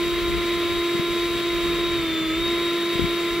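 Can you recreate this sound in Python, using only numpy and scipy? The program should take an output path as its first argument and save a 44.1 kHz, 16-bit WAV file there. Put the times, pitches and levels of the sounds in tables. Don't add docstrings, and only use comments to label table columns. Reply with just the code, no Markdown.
import sys
import numpy as np
from scipy import signal
from scipy.fft import rfft, irfft
from scipy.io import wavfile

SR = 44100
rng = np.random.default_rng(int(sys.argv[2]) if len(sys.argv) > 2 else 0)


def generate_wav(sig):
    pcm = np.round(np.clip(np.atleast_2d(sig).T, -1, 1) * 32767).astype(np.int16)
    wavfile.write(sys.argv[1], SR, pcm)


N = 149940
FULL_HZ, SAG_HZ = 344, 23
BIN_HZ = np.arange(N // 2 + 1) * SR / N


def undb(db):
    return 10 ** (np.asarray(db) / 20)


def curve(table, column=1):
    rows = np.array(table, float)
    return np.interp(np.arange(N) / SR, rows[:, 0], rows[:, column])


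def across(table, hz):
    rows = np.array(table, float)
    return np.interp(np.log(hz + 1), np.log(rows[:, 0] + 1), rows[:, 1])


def unit(x):
    return x / np.sqrt(np.mean(x ** 2))


def walk(rate_hz):
    return unit(irfft(rfft(rng.standard_normal(N)) / (1 + (2 * BIN_HZ / rate_hz) ** 2), N))


def ports(hz):
    # frequency_hz, excess_db
    balance = [(300, -1.2), (1300, 1.2), (2400, .6), (4000, 0.8), (6500, 1.5), (7500, 3), (8700, -6),
               (10500, 2.5), (15000, 0.5)]
    # frequency_hz, lead_rad
    phase = [(0, 0), (1800, 0), (2580, -.15), (3450, -.5), (3790, -.25), (4200, -.6), (6290, -1.3),
             (8440, -3.2), (10300, -2), (14000, -3.6), (15500, -3.9)]
    left = undb(across(balance, hz) / 2) * np.exp(.5j * across(phase, hz))
    return np.array([left, 1 / left])


def breeze():
    # frequency_hz, relative_db
    spectrum = [(15, -27), (30, -9), (45, 5), (90, -6), (130, -8.5), (185, -6), (300, -24), (600, -46),
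                (1500, -57)]
    # time_s, left_db, right_db
    gusts = [(0, -41, -34.5), (.32, -29.5, -36.5), (.48, -41.5, -38), (.62, -43, -34.5), (.78, -33, -36),
             (.86, -50, -58), (1.02, -44, -52), (1.11, -46, -32.5), (1.35, -33.5, -58), (1.52, -50, -34),
             (1.67, -36, -34.5), (1.85, -40, -37), (1.98, -37, -31), (2.12, -44, -35), (2.3, -39, -44),
             (2.44, -40, -31), (2.62, -44, -43), (2.88, -55, -53), (3.03, -30, -42), (3.2, -49, -58),
             (3.33, -47, -35), (3.4, -52, -49)]
    eddies = unit(irfft(rfft(rng.standard_normal((2, N))) * undb(across(spectrum, BIN_HZ)), N))
    return eddies * undb(np.array([curve(gusts, column=1), curve(gusts, column=2)]))


def wind_knocks():
    # centre_s, level_db, half_width_ms
    pushes = [(.9527, -18, 1.05), (.9985, -13, 1.05), (2.9575, -19, 1.3), (2.9962, -7, .6),
              (3.0205, -15, 1.2), (3.0325, -18, 2.8), (3.044, -11.5, 1.1), (3.0555, -20, 1.1)]
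    lag, spread = 2.1, 0.77
    early_share = 0.56
    t, left = np.arange(N) / SR, np.zeros(N)
    for centre_s, level_db, half_width_ms in pushes:
        offset = (t - centre_s) * 1000 / half_width_ms
        push = np.exp(-offset ** 2 / 2)
        before = np.exp(-((offset + lag) / spread) ** 2 / 2) / spread
        after = np.exp(-((offset - lag) / spread) ** 2 / 2) / spread
        left += undb(level_db) * (push - early_share * before - (1 - early_share) * after)
    return np.array([left, np.zeros(N)])


def cart_tick(start_s=2.4795, peak_db=-22, ring_hz=5200, width_hz=1400, decay_s=.0012):
    age = np.arange(N) / SR - start_s
    burst = rng.standard_normal(N) * (age >= 0) * np.exp(-np.abs(age) / decay_s)
    resonance = 1 / (1 + 2j * (BIN_HZ - ring_hz) / width_hz)
    ring = irfft(rfft(burst) * resonance * ports(BIN_HZ), N)
    return undb(peak_db) * ring / np.abs(ring).max()


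def air_rush(sag, level_db=-29.5, flicker_db=.5, hiss_hz=3800, hiss_sag_db=-2.5):
    # frequency_hz, relative_db
    spectrum = [(60, -26.5), (150, -7), (270, -11.5), (400, 0.5), (460, -7), (520, -16), (640, -8),
                (730, -28), (840, -17), (930, -22.5), (1050, -11.5), (1330, -11), (1460, -16.5),
                (1700, -12.5), (2100, -7.5), (2320, -5.5), (2480, -10), (2950, -12), (3350, -8),
                (3700, -11), (4400, -15), (5000, -21.5), (6000, -24.5), (6900, -26), (7400, -21.5),
                (7900, -26), (9000, -26), (9800, -29.5), (11400, -24.5), (15600, -23)]
    # frequency_hz, power_share
    diffuse = [(100, 0.17), (300, 0.01), (800, 0.24), (1400, 0.027), (2500, 0.052), (4000, 0.49),
               (6000, 0.19), (9000, 0.34), (15000, 0.2)]
    echo_s, echo_gain = .00397, 0.19
    noise = rfft(rng.standard_normal((3, N)))
    share = np.clip(across(diffuse, BIN_HZ), 0, 1)
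    turbulence = np.sqrt(1 - share) * noise[0] + np.sqrt(share) * noise[1:]
    reflection = echo_gain * np.exp(-2j * np.pi * BIN_HZ * echo_s)
    air = turbulence * ports(BIN_HZ) * undb(across(spectrum, BIN_HZ)) * (1 + reflection)
    treble = 1 / (1 + (hiss_hz / (BIN_HZ + 1)) ** 8)
    body = irfft(air * (1 - treble), N) * undb(flicker_db * walk(rate_hz=16))
    hiss = irfft(air * treble, N) * undb(hiss_sag_db * sag + flicker_db * walk(rate_hz=19))
    return undb(level_db) * unit(body + hiss)


def shaft_tone(turns, order, level_db, flutter, flutter_hz=25, shiver_hz=98, shiver_share=0.46):
    sway = walk(flutter_hz) + 1j * walk(flutter_hz)
    shiver = walk(shiver_hz) + 1j * walk(shiver_hz)
    amplitude = undb(level_db) * (1 + flutter * (sway + shiver_share * shiver))
    wave = amplitude * np.exp(2j * np.pi * (order * turns + rng.random()))
    return np.sqrt(2) * (ports(np.array([order * FULL_HZ])) * wave).real


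def rotor(speed_hz, sag, blades=11, wobble=.0006):
    # shaft_order, level_db, sag_change_db, flutter_share
    orders = [(1, -25.5, -0.5, 0.073), (2, -45, -2.5, 0.095), (3, -37.5, -15, 0.043), (4, -43.5, 6, 0.17),
              (5, -49.5, -1, .25), (6, -49, -8, 0.62), (8, -54.5, -9, .5), (9, -54.5, 6, 0.31),
              (14, -62, -3, .4), (22, -54, 5, 0.56)]
    # time_s, level_db
    whine_levels = [(0, -36.5), (.7, -35.5), (1.5, -35.5), (1.8, -32.5), (2.03, -35), (2.25, -32.5),
                    (2.37, -35.5), (2.46, -28), (2.6, -32.5), (2.95, -33), (3.4, -36)]
    turns = np.cumsum(speed_hz * (1 + wobble * walk(rate_hz=8.6))) / SR
    hum = sum(shaft_tone(turns, order, level_db + sag_change_db * sag, flutter)
              for order, level_db, sag_change_db, flutter in orders)
    whine = shaft_tone(turns, blades, curve(whine_levels), flutter=0.14)
    return hum + whine


def scene():
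    # time_s, shaft_hz
    shaft_speed = [(0, 344.4), (1.1, 344), (1.6, 343.4), (1.94, 343.2), (2.0, 336.6), (2.1, 327),
                   (2.2, 323.2), (2.31, 320.4), (2.35, 327), (2.41, 338.8), (2.48, 342.4), (2.7, 342.8),
                   (3.4, 342.5)]
    speed_hz = curve(shaft_speed)
    sag = np.clip((FULL_HZ - speed_hz) / SAG_HZ, 0, 1)
    return rotor(speed_hz, sag) + air_rush(sag) + cart_tick() + breeze() + wind_knocks()


def record(dry):
    top_hz = 15650
    return signal.sosfilt(signal.ellip(12, .1, 80, top_hz, fs=SR, output="sos"), dry)


dry = scene()
out = record(dry)
generate_wav(out)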